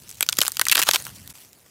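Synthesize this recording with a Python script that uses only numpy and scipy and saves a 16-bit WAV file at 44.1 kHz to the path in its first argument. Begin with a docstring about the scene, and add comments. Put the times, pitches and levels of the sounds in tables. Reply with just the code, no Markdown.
"""Bamboo shoot breaking

A fresh shoot is bent over close by: its fibres crack one by one, then in a splintering run, and the
husk rips off. Each crack is a bright snap that rings the damp stalk for a few milliseconds. Dry leaves
rustle and crackle over a low rumble; after a brief dip in level only faint rustling is left."""
import sys
import numpy as np
from scipy import signal
from scipy.fft import rfft, irfft, next_fast_len
from scipy.io import wavfile
from scipy.ndimage import uniform_filter1d, minimum_filter1d

SR = 44100
rng = np.random.default_rng(int(sys.argv[2]) if len(sys.argv) > 2 else 0)


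def to_wav(s):
    """Save 16-bit WAV."""
    ch = np.atleast_2d(s).T  # columns
    pcm = np.round(np.clip(ch, -1, 1) * 32767)  # PCM
    wavfile.write(sys.argv[1], SR, pcm.astype(np.int16))


N = 74970
T = np.arange(N) / SR

# fibre cracks: start_s, level_db, tear_ms, pitch_hz, thud_db, hollow_db, edge_db (last three re snap)
CRACKS = [(0.208, -8.5, 0.45, 2420, -15, -2.5, 9), (0.227, -8, 0.074, 2930, -16.5, -8.5, 4.5),
          (0.2291, -16.5, 2.55, 3440, -35, -14, 0.5), (0.289, -5, 0.1, 4630, -25, -16.5, -8),
          (0.296, -16.5, 0.095, 4260, -32.5, -8.5, 4.5), (0.328, -13, 0.11, 4230, -31, -12, -3.5),
          (0.3701, -21.5, 0.5, 3980, -35, -23.5, 3.5), (0.3868, -4.5, 2.75, 4140, -11.5, -4.5, 3),
          (0.4058, -14.5, 0.34, 4630, -20, -34, -2), (0.415, -5.5, 2.72, 4430, -15.5, -14, 0),
          (0.4172, -10, 3.4, 3230, -15.5, -7, -3), (0.4265, -15.5, 0.103, 5040, -18, -7, 2),
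          (0.4334, -17.5, 0.8, 5200, -31, 2, 3), (0.4662, -17, 1.65, 3640, -29, -6, -3.5),
          (0.4802, -7.5, 0.084, 5630, -22.5, -3.5, 7.5), (0.5195, -18.5, 0.094, 5800, -35, -8.5, 11.5),
          (0.5696, -16, 0.5, 3580, -42, -12.5, -2), (0.5954, -8, 0.28, 4170, -17.5, -0.5, 2.5),
          (0.614, -5.5, 3.41, 3154, -16.5, -2, 3.5), (0.6535, -17.5, 0.58, 4830, -27, -19, -2),
          (0.6674, -13.0, 1.17, 2380, -24.5, -3, -1.5), (0.6848, -7, 0.102, 4140, -39, -18, -0.5),
          (0.697, -10.5, 2.52, 3040, -26.5, -16, -4.5), (0.715, -1, 0.1, 3090, -29, -18.5, 4.5),
          (0.718, -6.5, 2.5, 3150, -47, -16.5, -1), (0.7226, -7, 1.26, 3070, -25, -14, -3.5),
          (0.7247, -4.5, 3.15, 3010, -26.5, -10.5, 0), (0.7303, -14, 0.67, 2976, -32.5, -6.5, -3),
          (0.7519, -11, 1.13, 2870, -25.5, -10, -1.5), (0.755, -5, 2.01, 3056, -19.5, -8, -2),
          (0.7703, -10, 1.56, 3840, -12.5, -5.5, 1), (0.7784, -8, 0.54, 4200, -15, -1, -11),
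          (0.792, -7.5, 1.7, 5730, -9.5, 5, 8.5), (0.797, -9.5, 4.96, 2890, -9.5, -8.5, 4),
          (0.8177, -9.5, 1.28, 3150, -29, -7.5, 0), (0.8263, -8.5, 0.186, 3330, -20.5, -9.5, -0.5),
          (0.8329, -11.5, 1.02, 3270, -40.5, -9, 1.5), (0.8354, -17, 0.75, 3450, -33, -11.5, 3),
          (0.8885, -5.5, 1.13, 3720, -14.5, -0.5, 2.5), (0.8899, -8.5, 1.86, 3720, -14.5, -7.5, -1),
          (0.9115, -7.5, 2.34, 3860, -50.5, -10, -1), (0.9352, -9.5, 1.56, 4960, -19.5, -10.5, -1.5),
          (0.9461, -10, 3.3, 3620, -21, -17, 0.5), (0.9593, -8, 0.61, 3870, -22.5, -8.5, -5)]
# leaf rustle envelope: time_s, level_db
RUSTLE = [(0, -52), (.105, -49.5), (.165, -50.5), (.35, -48.5), (.43, -37), (.53, -47), (.64, -47),
          (.8, -37.5), (.855, -38.5), (.955, -35.5), (.992, -37.5), (1.035, -45), (1.07, -39.5),
          (1.115, -50), (1.32, -49.5), (1.41, -46.5), (1.5, -55.5), (1.7, -57.5)]
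# spectrum of a dry tick: pitch_ratio, gain_db
TICK_SHAPE = [(.06, -21), (.2, -10.5), (.7, -2), (1, 1.5), (1.3, -0.5), (3, -7.5)]


def amp(db):
    """Decibels to gain."""
    return 10 ** (np.asarray(db) / 20)


def unit(x):
    """Scale to rms 1."""
    return x / np.sqrt(np.mean(x ** 2) + 1e-20)


def level(rows):
    """Gain per sample from (time_s, level_db) points."""
    return amp(np.interp(T, *np.transpose(rows)))


def tuned(shape, pitch_hz):
    """Place a (pitch_ratio, gain_db) shape on a pitch."""
    return [(ratio * pitch_hz, db) for ratio, db in shape]


def colour(x, points, size=4096):
    """Minimum-phase filter through (freq_hz, gain_db) points."""
    hz, db = np.transpose(points)
    bins_hz = np.fft.rfftfreq(size, 1 / SR)
    gain_db = np.interp(np.log(bins_hz + 1), np.log(hz), db)
    cepstrum = irfft(np.log(amp(gain_db)))
    cepstrum[1:size // 2] *= 2
    cepstrum[size // 2 + 1:] = 0
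    response = irfft(np.exp(rfft(cepstrum)))
    return signal.fftconvolve(x, response)[:len(x)]


def add(out, start_s, x):
    """Mix x into out."""
    i = round(start_s * SR)
    out[i:i + len(x)] += x[:max(N - i, 0)]


def grains(rate_hz, spread_db):
    """Random tiny fractures of uneven size, rms 1."""
    size = amp(spread_db * np.minimum(rng.exponential(size=N), 3))
    fires = rng.random(N) < rate_hz / SR
    return unit(fires * size * rng.choice([-1, 1], N))


def patchy(x, depth_db, size=512):
    """Passing resonances: patches of random gain in time and frequency."""
    spectra = signal.stft(x, nperseg=size)[2]
    field = uniform_filter1d(rng.standard_normal(spectra.shape), size=9, axis=0)
    field = uniform_filter1d(field, size=6, axis=1)
    return signal.istft(spectra * amp(depth_db * unit(field)), nperseg=size)[1][:N]


def burst(t, tear_s, spectrum, lag_s=0, stretch=1, kick_db=0):
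    """One band of a fracture: release, tearing and after-ring, with the energy of 1 ms at rms 1."""
    snap_t60_s, ring_t60_s = 0.00378 * stretch, 0.0096 * stretch
    age_s = np.maximum(t - lag_s, 0)
    since_tear_s = np.maximum(age_s - tear_s, 0)
    release = amp(-60 * age_s / snap_t60_s)
    tearing = amp(-19.5 - 60 * since_tear_s / snap_t60_s)
    ring = amp(-9 - 60 * since_tear_s / ring_t60_s)
    envelope = (t >= lag_s) * np.sqrt(release ** 2 + tearing ** 2 + ring ** 2)
    force = envelope * rng.choice([-1, 1], len(t))
    force[round(lag_s * SR)] *= amp(kick_db)
    band = colour(force, spectrum, size=1024)
    return band / np.linalg.norm(band) * np.sqrt(SR / 1000)


def cracks(echo_s=0.0014, echo_db=-16.5):
    """Fibres break and echo once along the stalk; lower bands travel slower and arrive later."""
    # spectra of low thud, hollow ring and bright edge: freq_hz, gain_db
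    thud = [(90, -50.5), (280, -2.5), (560, 0.5), (720, -5.5), (1100, -8.5), (2000, -66.5)]
    hollow = [(400, -31.5), (650, -17), (900, -7.5), (1490, 1), (1850, -4), (2150, -9), (3200, -22.5)]
    edge = [(3000, -25.5), (5200, -4), (6000, 1), (7800, 4.5), (9500, 1.5), (12000, 3.5), (14500, -1),
            (16000, -7)]
    # snap spectrum: pitch_ratio, gain_db
    snap = [(.35, -50), (.55, -6), (.68, -2.5), (.83, 2.5), (1, 1.5), (1.15, -1), (1.35, -0.5), (1.7, -8),
            (2.8, -28)]
    out, t = np.zeros(N), np.arange(1500) / SR
    for start_s, level_db, tear_ms, pitch_hz, thud_db, hollow_db, edge_db in CRACKS:
        tear_s = tear_ms / 1000
        bands = np.array([burst(t, tear_s, thud, lag_s=0.0012, stretch=0.73, kick_db=20.5),
                          burst(t, tear_s, hollow, lag_s=0.0006, stretch=1.38, kick_db=15),
                          burst(t, tear_s, tuned(snap, pitch_hz), stretch=0.72, kick_db=6.5),
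                          burst(t, tear_s, edge, stretch=0.887, kick_db=8.5)])
        share = amp([thud_db, hollow_db, 0, edge_db])
        crack = amp(level_db) * (share / np.linalg.norm(share)) @ bands
        add(out, start_s, crack)
        delay_s = echo_s * np.exp(rng.standard_normal() / 10)
        add(out, start_s + delay_s, amp(echo_db) * crack)
    return out


def wall_rings(t60_s=0.01148, attack_s=0.0006):
    """Strips of stalk wall spring free at strong cracks and ring, each at its own pitch."""
    # ringing strips: start_s, pitch_hz, level_db
    strips = [(0.2082, 3284, -13.5), (0.2272, 2364, -9), (0.2894, 1446, -12), (0.328, 3396, -13),
              (0.4165, 3078, -2), (0.5956, 1805, -10), (0.6148, 890, -13), (0.6152, 1539, -6),
              (0.725, 2703, 0), (0.8885, 3947, -2), (0.8889, 930, -9.5), (0.8895, 556.5, -9.5)]
    out, t = np.zeros(N), np.arange(1500) / SR
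    for start_s, pitch_hz, level_db in strips:
        envelope = amp(level_db - 60 * t / t60_s) * (1 - np.exp(-t / attack_s))
        add(out, start_s, envelope * np.sin(2 * np.pi * pitch_hz * t))
    return out


def husk_rips(ramp_s=0.0066):
    """The husk peels in short runs of dense fibre breaks."""
    # peeling runs: start_s, length_s, level_db
    runs = [(0.779, 0.03007, -22.5), (0.865, 0.0321, -25.5), (0.936, 0.01693, -20), (0.954, 0.01197, -24)]
    # husk spectrum: freq_hz, gain_db
    husk = [(100, -37.5), (400, -9), (1400, 1.5), (2100, -5), (3200, 2), (15000, -11.5)]
    gain = np.zeros(N)
    for start_s, length_s, level_db in runs:
        inside_s = np.minimum(T - start_s, start_s + length_s - T)
        gain += amp(level_db) * np.clip(inside_s / ramp_s + 0.5, 0, 1)
    return gain * unit(colour(grains(rate_hz=3000, spread_db=0.5), husk))


def soil_bump(start_s=0.3875, peak_db=-28.5):
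    """The stalk shifts in the soil: a dull, quickly damped knock."""
    # knock spectrum: freq_hz, gain_db
    spectrum = [(50, -49), (140, 3), (260, 6.5), (1200, -44)]
    out = np.zeros(N)
    knock = colour(signal.unit_impulse(SR // 10), spectrum)
    add(out, start_s, amp(peak_db) * knock / np.abs(knock).max())
    return out


def ticks():
    """Faint fibre cracks as the shoot bends, then small dry leaf ticks."""
    # faint cracks and leaf ticks: start_s, level_db, pitch_hz
    events = [(0.0922, -30, 8160), (0.1038, -32, 7700), (0.1131, -28.5, 6370), (0.2649, -27, 6140),
              (0.325, -21, 6500), (0.4511, -18.5, 3780), (0.4575, -20, 4200), (0.7493, -20.5, 4600),
              (0.8229, -17, 3600), (1.002, -28.5, 6500), (1.0237, -28, 9500), (1.042, -31, 7500),
              (1.0525, -26, 6160), (1.0672, -26, 1530), (1.2762, -29, 6500), (1.3539, -38.5, 3500),
              (1.531, -38, 4800)]
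    out, t = np.zeros(N), np.arange(1500) / SR
    for start_s, level_db, pitch_hz in events:
        add(out, start_s, amp(level_db) * burst(t, tear_s=0, spectrum=tuned(TICK_SHAPE, pitch_hz)))
    return out


def strain(end_s=0.96, t60_s=0.0055, over_rustle_db=0.5):
    """Sparse, tiny fibre fractures while the stalk is bent."""
    t = np.arange(SR // 100) / SR
    fractures = np.abs(grains(rate_hz=80, spread_db=3))
    envelope = signal.fftconvolve(fractures, amp(-60 * t / t60_s))[:N]
    crackle = unit(colour(envelope * rng.standard_normal(N), tuned(TICK_SHAPE, pitch_hz=6390)))
    return amp(over_rustle_db) * level(RUSTLE) * (T < end_s) * crackle


def leaves(crackle_db=-3, crackle_t60_s=0.007):
    """Dry leaves slide over each other, with fine crackle and shifting colour."""
    # leaf spectrum: freq_hz, gain_db
    spectrum = [(100, -7), (400, -1), (1600, 2.5), (7000, 3), (15000, 2), (16000, -14.5)]
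    t = np.arange(SR // 50) / SR
    fractures = np.abs(grains(rate_hz=240, spread_db=3.6))
    envelope = signal.fftconvolve(fractures, amp(-60 * t / crackle_t60_s))[:N]
    crackle = amp(crackle_db) * unit(envelope * rng.standard_normal(N))
    sliding = grains(rate_hz=9600, spread_db=6)
    rustle = patchy(crackle + sliding, depth_db=2.8)
    return level(RUSTLE) * unit(colour(rustle, spectrum))


def sheath_brushes():
    """The loose sheath brushes past leaves in soft swishes."""
    # swishes: centre_s, sigma_s, level_db
    swishes = [(1.161, 0.00756, -42.5), (1.303, 0.00493, -38)]
    gain = sum(amp(level_db) * np.exp(-((T - centre_s) / sigma_s) ** 2 / 2)
               for centre_s, sigma_s, level_db in swishes)
    return gain * unit(colour(rng.standard_normal(N), tuned(TICK_SHAPE, pitch_hz=6390)))


def scatter(x, t60_s=0.0663, gain_db=-21, gap_s=0.002):
    """Faint, short reflections from ground and neighbouring canes."""
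    t = np.arange(SR // 4) / SR
    tail = rng.standard_normal(len(t)) * amp(-60 * t / t60_s) * (t > gap_s)
    return amp(gain_db) * signal.fftconvolve(x, tail / np.linalg.norm(tail))[:N]


def rumble():
    """A deep hum fades into a slightly higher rumble."""
    # rumble envelope: time_s, level_db
    envelope = [(0, -55), (.6, -57), (.8, -53.5), (1.315, -48.5), (1.34, -64), (1.7, -68)]
    # hum and rumble spectra: freq_hz, gain_db
    deep_spectrum = [(30, -55.5), (72, -4), (130, -7.5), (900, -48)]
    higher_spectrum = [(25, -37.5), (72, -2), (140, -1), (230, -6), (400, -25.5), (2000, -39)]
    deep = unit(colour(rng.standard_normal(N), deep_spectrum))
    higher = unit(colour(rng.standard_normal(N), higher_spectrum))
    last_crack_s = CRACKS[-1][0]
    fade_rad = np.pi / 2 * np.clip(T / last_crack_s, 0, 1) ** 2
    return level(envelope) * (np.cos(fade_rad) * deep + np.sin(fade_rad) * higher)


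def grove_air(level_db=-63):
    """Quiet, steady air of the grove."""
    # air spectrum: freq_hz, gain_db
    spectrum = [(30, -6), (70, 10), (350, 13.5), (1500, -0.5), (15000, -41.5)]
    return amp(level_db) * unit(colour(rng.standard_normal(N), spectrum))


def scene():
    """The breaking shoot among the leaves, mono."""
    shoot = cracks() + wall_rings() + husk_rips() + soil_bump() + ticks()
    mix = shoot + scatter(shoot) + strain() + leaves() + sheath_brushes()
    return (mix + rumble() + grove_air())[None]


def record(dry, ceiling=1.022, window_samples=45, dip_s=(1.328, 1.338), dip_db=-29, top_hz=15900):
    """A fast limiter holds the peaks, the level dips briefly, and the band ends steeply."""
    needed_gain = np.minimum(1, ceiling / (np.abs(dry) + 1e-9))
    limited = dry * uniform_filter1d(minimum_filter1d(needed_gain, window_samples), window_samples)
    dipped = limited * np.where((T > dip_s[0]) & (T < dip_s[1]), amp(dip_db), 1)
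    size = next_fast_len(N + SR // 10)
    lowpass = 1 / np.sqrt(1 + (np.fft.rfftfreq(size, 1 / SR) / top_hz) ** 200)
    return irfft(rfft(dipped, size) * lowpass, size)[:, :N]


dry = scene()
out = record(dry)
to_wav(out)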